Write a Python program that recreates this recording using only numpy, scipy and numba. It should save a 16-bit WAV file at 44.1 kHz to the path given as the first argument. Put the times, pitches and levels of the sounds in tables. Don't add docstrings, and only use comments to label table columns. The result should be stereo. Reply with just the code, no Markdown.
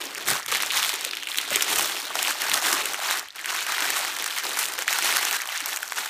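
import sys
import numpy as np
from scipy import signal
from scipy.fft import rfft, irfft, next_fast_len
from scipy.io import wavfile
from numba import njit

SR = 44100
rng = np.random.default_rng(int(sys.argv[2]) if len(sys.argv) > 2 else 0)


def dump_mix(stems):
    frames = np.atleast_2d(stems).T
    limited = np.clip(frames, -1, 1)
    pcm = np.round(limited * 32767).astype(np.int16)
    wavfile.write(sys.argv[1], SR, pcm)


N = 268596
TIME = np.arange(N) / SR


def undb(db):
    return 10 ** (np.asarray(db) / 20)


def unit(x):
    return x / np.sqrt(np.mean(np.abs(x) ** 2, axis=-1, keepdims=True) + 1e-20)


def resonance(f, hz, width):
    return 1j * f * width / (hz ** 2 - f ** 2 + 1j * f * width)


def shape(x, response):
    size = next_fast_len(N + 8192)
    f = np.arange(size // 2 + 1) * SR / size
    return irfft(rfft(x, size) * response(f), size)[:N]


def colour(x, points):
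    hz, db = np.transpose(points)
    return shape(x, lambda f: undb(np.interp(np.log(f + 1), np.log(hz), db)))


@njit
def moving_band(x, hz, q):
    y, band, low = np.empty(len(x)), 0., 0.
    for i in range(len(x)):
        g = np.tan(np.pi * hz[i] / SR)
        v = (band + g * (x[i] - low)) / (1 + g * (g + 1 / q))
        band = 2 * v - band
        low = low + 2 * g * v
        y[i] = v / q
    return y


def walk(rate):
    return unit(np.interp(TIME * rate, np.arange(8192), rng.uniform(-1, 1, 8192)))


def place(times, sounds):
    starts = np.maximum(times * SR, 0).astype(int)[:, None]
    at = starts + np.arange(sounds.shape[1])
    return np.bincount(at.ravel(), sounds.ravel(), N)[:N]


def buckle(times, ring_db, crack_db, facet_hz, run_ms, facet_q, crack_hz, crack_width_hz, size,
           clean_db=11.0, skirt_q=0.63):
    tail_db, tail_ms = -17, 2.6
    flip_db, flip_crack_db = -8, -10
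    ms = np.arange(size) * 1000 / SR
    progress = ms / np.maximum(run_ms / 2, .08)[:, None]
    avalanche = np.sqrt(progress) * np.exp(-progress)
    swell = avalanche + undb(tail_db) * np.exp(-ms / tail_ms)
    slips = unit(rng.standard_normal((len(times), size)) * swell) / np.sqrt(size)
    flip = np.diff(progress > .5, axis=1, prepend=False) * rng.choice([-1, 1], (len(times), 1))
    q = facet_q * 2 ** (np.clip(ring_db - crack_db, 0, clean_db) / clean_db)[:, None]
    f, hz = np.arange(size // 2 + 1) * SR / size, facet_hz[:, None]
    facet = resonance(f, hz, hz / q) * resonance(f, hz, hz / skirt_q) * resonance(f, 1450, 4600)
    treble = resonance(f, crack_hz, crack_width_hz) ** 3
    ring = irfft(rfft(slips + undb(flip_db) * flip) * facet)
    crack = irfft(rfft(slips + undb(flip_crack_db) * flip) * treble)
    sounds = unit(ring) * undb(ring_db)[:, None] + unit(crack) * undb(crack_db)[:, None]
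    return place(times, sounds / np.sqrt(ms[-1]))


def kitchen_bed():
    # (frequency [Hz], gain [dB])
    kitchen_colour = [(20, -12), (45, 0), (65, -0.5), (120, 2), (290, -11), (600, -1), (2000, 2),
                      (15000, -18)]
    return unit(colour(rng.standard_normal(N), kitchen_colour))


def hands():
    # (start [s], rise [s], hold [s], work level [dB], crack over ring [dB], flexing re work [dB])
    strokes = [ (0, .005, .012, -33.5, -5, -8), (0.026, .02, .09, -39.5, -5, -4),
               (0.158, .02, .06, -38, -5.5, -5.5), (0.244, .045, .022, -25.5, -0.5, -9.5),
               (.322, .025, .02, -30.5, -4.5, -14), (0.478, .006, .02, -33.5, -3.5, -11),
               (.5, .035, .025, -28, -6, -16), (0.575, .03, .105, -32.5, -4.5, -13),
               (.7, .055, .04, -25, -5.5, -21.5), (0.794, .03, .07, -28, -1, -21),
               (0.9, .03, .17, -34.5, -7, -12.5), (1.097, .03, .015, -38, -5, -10),
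               (1.161, .025, .08, -41.5, -6, -10), (1.268, .025, .035, -36.5, -1, -16.5),
               (1.345, .035, .06, -33, -4, -13), (1.455, .075, .125, -29.5, -3.5, -11.5),
               (1.645, .07, .13, -26.5, -1, -11), (1.85, .04, .11, -32.5, -2, -13),
               (2.015, .025, .11, -37.5, -6.5, -6.5), (2.136, .035, .055, -30, -3, -14),
               (2.22, .04, .045, -27, -3, -14.5), (2.33, .085, .08, -28.5, -5.5, -16.5),
               (2.502, .025, .06, -27.5, -2.5, -14.5), (2.598, .06, .035, -24.5, -1.5, -12.5),
               (2.694, .04, .025, -28, -2.5, -11), (2.755, .035, .155, -30, -5.5, -10.5),
               (2.93, .16, .05, -26, -5.5, -19), (3.14, .025, .012, -34, 1, -7),
               (3.335, .03, .08, -38.5, -7, -15.5), (3.452, .04, .14, -31, -3.5, -17),
               (3.635, .055, .08, -29, -6.5, -19), (3.757, .06, .115, -27.5, -4.5, -12.5),
               (3.934, .03, .02, -26.5, -1.5, -19), (3.985, .03, .135, -32.5, -4.5, -13),
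               (4.15, .05, .085, -33, -6, -13), (4.278, .035, .1, -33.5, -2.5, -20),
               (4.409, .035, .1, -31.5, -3.5, -9.5), (4.548, .03, .065, -30.5, 2, -14),
               (4.656, .03, .075, -34, -3.5, -12), (4.768, .02, .03, -33, -3, -12.5),
               (4.864, .035, .1, -26.5, -5.5, -19), (5.012, .035, .14, -24.5, -3.5, -16.5),
               (5.19, .035, .125, -28, -3, -17), (5.34, .02, .03, -33.5, -3, -21),
               (5.4, .02, .04, -40, -6, -14), (5.46, .06, .055, -30.5, -6.5, -28),
               (5.591, .02, .05, -37.5, -8, -23), (5.653, .03, .06, -32, -0.5, -18),
               (5.779, .04, .115, -39.5, -2, -15), (5.928, .055, .025, -31, -4, -16),
               (6.02, .02, .05, -37, -5, -20)]
    # (work level [dB], crack over ring [dB], flexing re work [dB])
    resting = (-53, -10, -23)
    sag_db_per_s, release_db_per_s = 12, 190
    dulling = 0.23
    rest_db, rest_crisp_db, rest_flex_db = resting
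    total = undb(rest_db) ** 2
    crisp, flex = total * rest_crisp_db, total * rest_flex_db
    for start, rise, hold, db, crisp_db, flex_db in strokes:
        held = TIME - start - rise
        release_db = release_db_per_s * np.clip(held - hold, 0, 1)
        fall_db = sag_db_per_s * np.clip(held, 0, hold) + release_db
        load = np.clip((TIME - start) / rise, 0, 1)
        power = (load * undb(db - fall_db)) ** 2
        total = total + power
        crisp = crisp + power * (crisp_db - dulling * release_db)
        flex = flex + power * flex_db
    return 10 * np.log10(total), crisp / total, flex / total


def facet_pitch():
    # (time [s], pitch [Hz])
    pitch_points = [(0, 2600), (.65, 2200), (.85, 2520), (1.5, 2220), (2.3, 2140), (3.1, 2030), (3.3, 2660),
                    (3.55, 2640), (3.8, 2160), (4.35, 2400), (5.0, 2280), (6.09, 2220)]
    return np.interp(TIME, *np.transpose(pitch_points))


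def rustle(work_db, crisp_db, facet_hz, count=6500, crowding=.68, size_spread_db=4.7,
           crack_spread_db=3.0, octaves=0.7, run_ms=.7):
    # (frequency [Hz], gain [dB])
    paper_colour = [(150, -38), (350, -30), (600, -0.5), (1000, -5.5), (1500, -6.5), (2500, -9.5),
                    (4000, -3.5), (6500, -1.5), (10000, -4), (15000, -5.5)]
    density = undb(crowding * work_db)
    density = density / density.mean()
    order = (np.arange(count) + rng.uniform(0, 3, count)) / count
    times = np.interp(order, np.cumsum(density) / N, TIME)
    size, edge, pitch, run = np.clip(rng.standard_normal((count, 4)), -2, 2).T
    local_density = np.maximum(np.interp(times, TIME, density), .3)
    ring = size_spread_db * size - 10 * np.log10(local_density)
    crack = ring + np.interp(times, TIME, crisp_db) + crack_spread_db * edge
    hz = np.clip(np.interp(times, TIME, facet_hz) * 2 ** (octaves * pitch), 400, 8000)
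    grains = buckle(times, ring, crack, hz, run_ms * np.exp(.5 * run), facet_q=3.0,
                    crack_hz=8340, crack_width_hz=16000, size=256)
    return colour(grains, paper_colour) / np.sqrt(np.mean(undb(ring) ** 2))


def sliding(catch_db=3.5):
    # (frequency [Hz], gain [dB])
    slide_colour = [(150, -42), (400, -23.5), (800, -6), (1400, -4), (2200, -6), (4000, -7.5), (7000, -12),
                    (15000, -28)]
    return unit(colour(rng.standard_normal(N), slide_colour)) * undb(catch_db * walk(130))


def span(x, q=2.4, wander_octaves=0.31, makeup_db=1.95):
    # (time [s], centre [Hz], lift at the centre [dB])
    span_points = [(0, 2040, 3), (.55, 2210, 6.5), (.75, 3200, 1.5), (1.35, 3130, 7), (1.8, 3030, 2.5),
                   (2.05, 3470, 5.5), (2.4, 2500, 3), (2.7, 1460, 4.5), (2.92, 3100, 1), (3.1, 1290, 3),
                   (3.5, 1880, 6), (4.0, 1850, 2.5), (4.45, 2250, 5), (4.65, 1760, 2.5), (5.1, 1800, 3.5),
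                   (5.55, 2220, 4.5), (5.75, 1600, 3.5), (6.09, 1380, 2)]
    s, hz, lift_db = np.transpose(span_points)
    centre = np.interp(TIME, s, hz) * 2 ** (wander_octaves * walk(45))
    lift = undb(np.interp(TIME, s, lift_db)) - 1
    return undb(makeup_db) * (x + lift * moving_band(x, centre, float(q)))


def flexing():
    # (frequency [Hz], width [Hz], relative level [dB])
    sheet_modes = [(169, 26, -8), (274, 20.5, -0.5), (350, 97, 6), (530, 1070, -1)]

    def modes(f):
        return sum((-1) ** k * undb(db) * resonance(f, hz, width)
                   for k, (hz, width, db) in enumerate(sheet_modes))

    bent = shape(rng.standard_normal(N), modes)
    return unit(shape(bent, lambda f: resonance(f, 390, 2400)))


def snaps(run_share=1.1):
    # (time [s], facet ring [dB], sharp crack [dB], facet pitch [Hz], time the crease takes to run [ms])
    snap_events = [(0.0395, -32, -28, 3730, 1.5), (.054, -42, -24, 3600, 2.5),
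                   (0.109, -35.5, -34.5, 4260, 1.1), (0.149, -27.5, -23, 1980, 0.79),
                   (0.157, -25.5, -35, 2760, 0.8), (0.1795, -23.5, -25.5, 2455, 1.3),
                   (0.2093, -32, -38, 4070, 0.72), (0.257, -35, -28, 3000, 1.1),
                   (0.285, -15.5, -14.5, 1350, 2.7), (0.3026, -28, -14.5, 2320, 1.8),
                   (0.3124, -24, -17, 2785, 0.79), (0.333, -31, -18.5, 1357, 1),
                   (0.3632, -20, -27, 1320, 2.7), (0.4585, -35, -36, 2200, 2.2),
                   (.4618, -22, -20, 2600, 1.05), (0.4835, -26, -29, 1960, 2.5),
                   (0.5162, -19, -15.5, 1220, 5.8), (0.523, -13.5, -18.5, 1410, 2.6),
                   (0.543, -22, -23, 1500, 2.7), (.549, -14.5, -16, 1910, 0.93), (0.556, -16, -22, 2400, 2),
                   (0.57, -20, -18, 1940, 1.9), (0.581, -28, -32, 1700, 1), (.603, -15.5, -21, 2690, 0.59),
                   (0.6228, -19, -15, 1700, 1.6), (0.6327, -14, -17.5, 2260, 1.6),
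                   (.662, -26, -19, 2210, 0.71), (0.705, -15.5, -34, 3470, 0.47),
                   (0.7102, -15.5, -36, 2780, 2.8), (0.722, -28, -21, 2490, 0.74),
                   (0.771, -17, -13.5, 3310, 1.3), (0.776, -14.5, -26, 3750, 0.57),
                   (0.8288, -12.5, -17, 3060, 0.28), (.8473, -14, -18, 3450, 1.1),
                   (0.8923, -14, -15, 3730, 1.9), (0.9018, -22, -29, 3500, 1), (.9212, -23, -26, 3500, 1),
                   (0.939, -18, -17.5, 3100, 2.4), (0.9528, -30, -26, 3400, .8),
                   (.9581, -35, -22, 3220, .7), (0.9956, -36, -34, 2300, 1), (1.01, -38, -22, 4400, 0.79),
                   (1.043, -26, -26, 3890, 1.4), (1.048, -17, -14.5, 3370, 3.1),
                   (1.064, -26, -28, 2340, 0.61), (1.1106, -20, -27, 4390, 1.8),
                   (1.1328, -18.5, -45, 2900, 2.8), (1.1425, -27, -40, 2550, 1.4),
                   (1.1522, -29, -25, 3300, .6), (1.1699, -18, -24, 3270, 1.8),
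                   (1.1988, -31, -46, 2750, 1.3), (1.226, -23, -42, 2480, 0.71),
                   (1.233, -22.5, -24.5, 3360, 1.4), (1.2712, -17.5, -24, 2880, 4),
                   (1.287, -24, -37, 3040, 1.5), (1.317, -19, -37, 3720, 0.29),
                   (1.3444, -23, -35, 2880, 0.75), (1.357, -21, -28, 3030, 0.86),
                   (1.3729, -22, -16.5, 2790, 2.2), (1.3847, -10, -14.5, 3430, 1.1),
                   (1.4133, -37, -21, 3580, .7), (1.4601, -29, -41, 3620, .8),
                   (1.4803, -34, -29, 3480, 0.86), (1.505, -20, -18.5, 2420, 1.6),
                   (1.5269, -18, -26, 2350, 1.2), (1.543, -18, -31, 2200, 1.6),
                   (1.548, -14, -29, 2820, 2.2), (1.5584, -10.5, -7, 3230, 1.4),
                   (1.5687, -17.5, -24, 1990, 1.1), (1.6088, -14, -18, 3160, 0.47),
                   (1.6217, -12, -7.5, 2440, 5.1), (1.7591, -23, -16, 2900, 0.79),
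                   (1.785, -16, -12, 3000, 1), (1.794, -18, -16, 960, 1.3), (1.809, -17, -17, 3600, 1.3),
                   (1.9023, -38, -38, 1750, 1.2), (1.924, -30, -30, 3680, 0.94),
                   (2.0004, -32, -24, 2910, .8), (2.0527, -27, -23, 3010, 1),
                   (2.1036, -21.5, -36, 970, 7.7), (2.1538, -15.5, -17.5, 1130, 2.3),
                   (2.1676, -23, -30, 2050, 1.7), (2.1903, -16.5, -20, 3500, 1.1),
                   (2.2285, -30, -12.5, 4570, 0.47), (2.2493, -19, -31, 2990, 1.2),
                   (2.2728, -16, -27, 3340, 0.67), (2.2816, -22, -18, 2000, 1.2),
                   (2.2912, -21, -28, 2720, 1), (2.305, -18.5, -17, 1630, 2.1),
                   (2.3091, -17, -22, 1630, 1.5), (2.4186, -18.5, -15.5, 2100, 1.2),
                   (2.497, -21, -16.5, 3070, 1), (2.5161, -11.5, -20, 3000, 0.25),
                   (2.536, -16, -12.5, 1890, 3.8), (2.5407, -13, -13, 4700, 2.6),
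                   (2.5862, -23, -38, 1950, 1.2), (2.7273, -13, -9, 1590, 4.2),
                   (2.856, -16.5, -14, 2960, 2.3), (2.9344, -22, -18.5, 1900, 1.1),
                   (2.9434, -17, -21, 2180, 2), (3.0016, -26, -31, 2400, 1.2), (3.086, -20, -28, 1650, 1.4),
                   (3.11, -15.5, -16, 1710, 0.45), (3.1716, -28, -22, 2640, 1.3),
                   (3.1947, -28, -20.5, 4630, 1.5), (3.2852, -29.5, -35, 3400, 1),
                   (3.305, -30.5, -63, 3850, 1.9), (3.3249, -43, -43, 3900, 0.93),
                   (3.3593, -32, -29, 2530, 0.71), (3.3834, -29, -44, 2350, 1.2),
                   (3.392, -29, -42, 2130, 1.2), (3.399, -30, -40, 3360, 1.4),
                   (3.4133, -35, -29, 2780, 0.69), (3.4438, -20, -28, 2700, 4.6),
                   (3.4577, -17.5, -18.5, 2100, 1.9), (3.504, -22, -20, 2770, 0.56),
                   (3.626, -35, -22, 4400, 2.7), (3.6658, -19.5, -23, 1950, 1.4),
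                   (3.694, -18, -26, 1300, 3.8), (3.722, -18.5, -19.5, 1890, 0.77),
                   (3.7811, -15, -22, 1600, 2.7), (3.8055, -18, -16.5, 1890, 0.62),
                   (3.8228, -15, -34, 2250, 2.7), (3.9031, -16, -13.5, 1990, 1.8),
                   (4.048, -18, -20, 1450, 3.9), (4.079, -24, -26, 1660, 1.8),
                   (4.1345, -27, -37, 2300, 0.8), (4.165, -20.5, -20.5, 1990, 2.5),
                   (4.187, -27, -23, 1240, 1.2), (4.2237, -20, -21, 2260, 1.4), (4.242, -22, -17, 2500, 2),
                   (4.26, -30, -21, 4600, 1.2), (4.2615, -17.5, -18, 1730, 5.1),
                   (4.2777, -21, -20, 2300, 0.61), (4.3093, -23, -30, 3450, 1.6),
                   (4.3657, -21, -28, 1760, 0.97), (4.377, -18, -21, 3060, 2.3),
                   (4.3851, -18, -16, 1940, 1.16), (4.451, -23.5, -21.5, 1330, 3.2),
                   (4.493, -31, -22, 3350, 1.1), (4.5333, -26, -23, 2840, 1), (4.571, -18.5, -21, 1340, 2),
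                   (4.5892, -20, -13.5, 1950, 1.6), (4.637, -17.5, -22, 3260, 1.1),
                   (4.6556, -22, -18.5, 3910, 0.96), (4.685, -24, -20.5, 2350, 1.5),
                   (4.721, -24, -26, 2300, 1.9), (4.737, -26, -22, 1910, 0.65),
                   (4.7887, -16, -17.5, 2170, 2), (4.822, -19, -18, 1780, 1.6),
                   (4.8795, -10, -15, 1750, 0.67), (4.885, -14, -32, 2300, 1),
                   (4.9277, -13.5, -14.5, 2300, 1.6), (4.986, -16.5, -14.5, 1190, 3.8),
                   (5.023, -16, -16, 2600, 4.3), (5.045, -21.5, -21, 1060, 3),
                   (5.125, -13.5, -17, 1900, 1.3), (5.1625, -15, -15, 2100, 0.78),
                   (5.1687, -14, -11.5, 1400, 1.3), (5.2513, -21, -14, 3400, 1.4),
                   (5.311, -18, -17, 3600, 0.79), (5.328, -25, -17, 1350, 0.45),
                   (5.333, -18, -28, 1510, 1.3), (5.363, -20, -32, 2070, 1.2),
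                   (5.3663, -22, -19, 1810, 0.98), (5.402, -21, -33, 1960, 0.83),
                   (5.418, -22, -19, 2700, 1.1), (5.456, -24, -26, 1360, 3.2),
                   (5.474, -30, -23, 1230, 0.39), (5.489, -21.5, -32, 3190, 1.5),
                   (5.5763, -36, -19.5, 3250, 0.53), (5.604, -23, -20, 2900, 1),
                   (5.609, -27, -35, 1845, 1.1), (5.6149, -30, -27, 3160, 1),
                   (5.6593, -24, -15.5, 3000, 0.5), (5.7295, -20, -34, 3030, 0.8),
                   (5.7612, -26, -17.5, 2250, 1.8), (5.771, -17.5, -18, 2470, 3),
                   (5.829, -18, -27, 1240, 0.99), (5.83, -23, -23, 1910, 1.4),
                   (5.878, -31, -29, 5200, 0.88), (5.898, -30, -41, 4900, 0.7),
                   (5.9213, -17, -21.5, 1280, 1.02), (5.9811, -21, -34, 1336, 1.3),
                   (5.9863, -20, -23, 2220, 1.5), (6.0585, -24.5, -22, 1260, 2.9)]
    s, ring, crack, hz, ms = np.transpose(snap_events)
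    return buckle(s, ring, crack, hz, ms * run_share, facet_q=1.15,
                  crack_hz=5980, crack_width_hz=12100, size=1024)


def crackle(work_db, crisp_db, facet_hz, count=48, over_db=3.0, crack_db=3.0, spread_db=1.8,
            crack_spread_db=4.0, octaves=0.6, run_ms=1.5):
    chance = np.cumsum(undb(work_db))
    order = (np.arange(count) + rng.uniform(0, 1, count)) / count
    times = np.interp(order, chance / chance[-1], TIME)
    size, edge, pitch, run = rng.uniform(-1.5, 1.5, (count, 4)).T
    ring = np.interp(times, TIME, work_db) + over_db + spread_db * size
    crack = ring + np.interp(times, TIME, crisp_db) + crack_db + crack_spread_db * edge
    hz = np.interp(times, TIME, facet_hz) * 2 ** (octaves * pitch)
    return buckle(times, ring, crack, hz, run_ms * np.exp(.5 * run), facet_q=1.7,
                  crack_hz=6500, crack_width_hz=15000, size=1024)


def shoves(centre_hz=140, width_hz=400, gain_db=-2):
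    # (time of the peak [s], level [dB], length [s])
    shove_events = [(0.308, -39.5, 0.027), (0.553, -55.5, 0.066), (0.792, -54, 0.062), (1.55, -52, 0.039),
                    (1.788, -51, 0.064), (2.53, -48, 0.028), (5.064, -60, 0.042)]
    push = sum(undb(db + gain_db) * np.exp(-.5 * ((TIME - s) / length) ** 2)
               for s, db, length in shove_events)
    rumble = shape(rng.standard_normal(N), lambda f: resonance(f, centre_hz, width_hz) ** 4)
    return push * unit(rumble)


def pats(t60_s=0.039, rise_s=0.0013, gain_db=-5, q=6.7):
    # (time [s], level [dB], pitch [Hz])
    pat_events = [(0.521, -25, 494), (0.936, -27.5, 393), (1.06, -29, 458), (1.127, -37, 380),
                  (1.375, -35, 286), (1.512, -20, 580), (1.515, -32, 206), (1.555, -23.5, 383),
                  (1.939, -33, 370), (2.152, -24.5, 607), (2.46, -33, 385), (2.728, -24, 333),
                  (4.785, -30, 495), (5.023, -31, 342), (5.617, -39, 288), (5.676, -38, 398)]
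    s, db, hz = np.transpose(pat_events)
    t = TIME[:4096]
    envelope = np.exp(-np.log(1000) * t / t60_s) * (1 - np.exp(-t / rise_s))
    push = rng.standard_normal((len(s), len(t))) * envelope
    f = np.arange(len(t) // 2 + 1) * SR / len(t)
    pops = irfft(rfft(push) * resonance(f, hz[:, None], 2 * hz[:, None] / q) ** 2)
    pops = pops / np.abs(pops).max(axis=1, keepdims=True)
    return place(s, pops * undb(db + gain_db)[:, None])


def room(x, gap_s=0.0081, t60_s=.24, wet_db=-14, dull_hz=6000):
    t = TIME[:16384]
    tail = rng.standard_normal(len(t)) * np.exp(-np.log(1000) * t / t60_s) * (t > gap_s)
    wet = signal.fftconvolve(x, tail / np.linalg.norm(tail))[:N]
    return x + undb(wet_db) * shape(wet, lambda f: 1 / (1 + 1j * f / dull_hz))


def scene(rustle_db=1.5, sliding_db=-7, kitchen_db=-60, jerk_db=-0.21):
    work_db, crisp_db, flex_db = hands()
    facet_hz = facet_pitch()
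    creases = undb(rustle_db) * rustle(work_db, crisp_db, facet_hz)
    sheet = span(creases + undb(sliding_db) * sliding()) + undb(flex_db) * flexing()
    worked = sheet * undb(work_db + jerk_db * walk(110))
    paper = worked + crackle(work_db, crisp_db, facet_hz) + snaps()
    mono = room(paper + pats() + shoves()) + undb(kitchen_db) * kitchen_bed()
    return np.array([mono, mono])


def record(dry):
    # (centre [Hz], width [Hz], depth [share of amplitude removed at the centre])
    port_dips = [(4856, 190, 0.4), (10480, 400, 0.73)]
    top_hz = 15350

    def port(f):
        return np.prod([1 - depth * resonance(f, hz, width) for hz, width, depth in port_dips], axis=0)

    heard = [shape(channel, port) for channel in dry]
    return signal.sosfilt(signal.ellip(10, .2, 70, top_hz, fs=SR, output="sos"), heard)


dry = scene()
out = record(dry)
dump_mix(out)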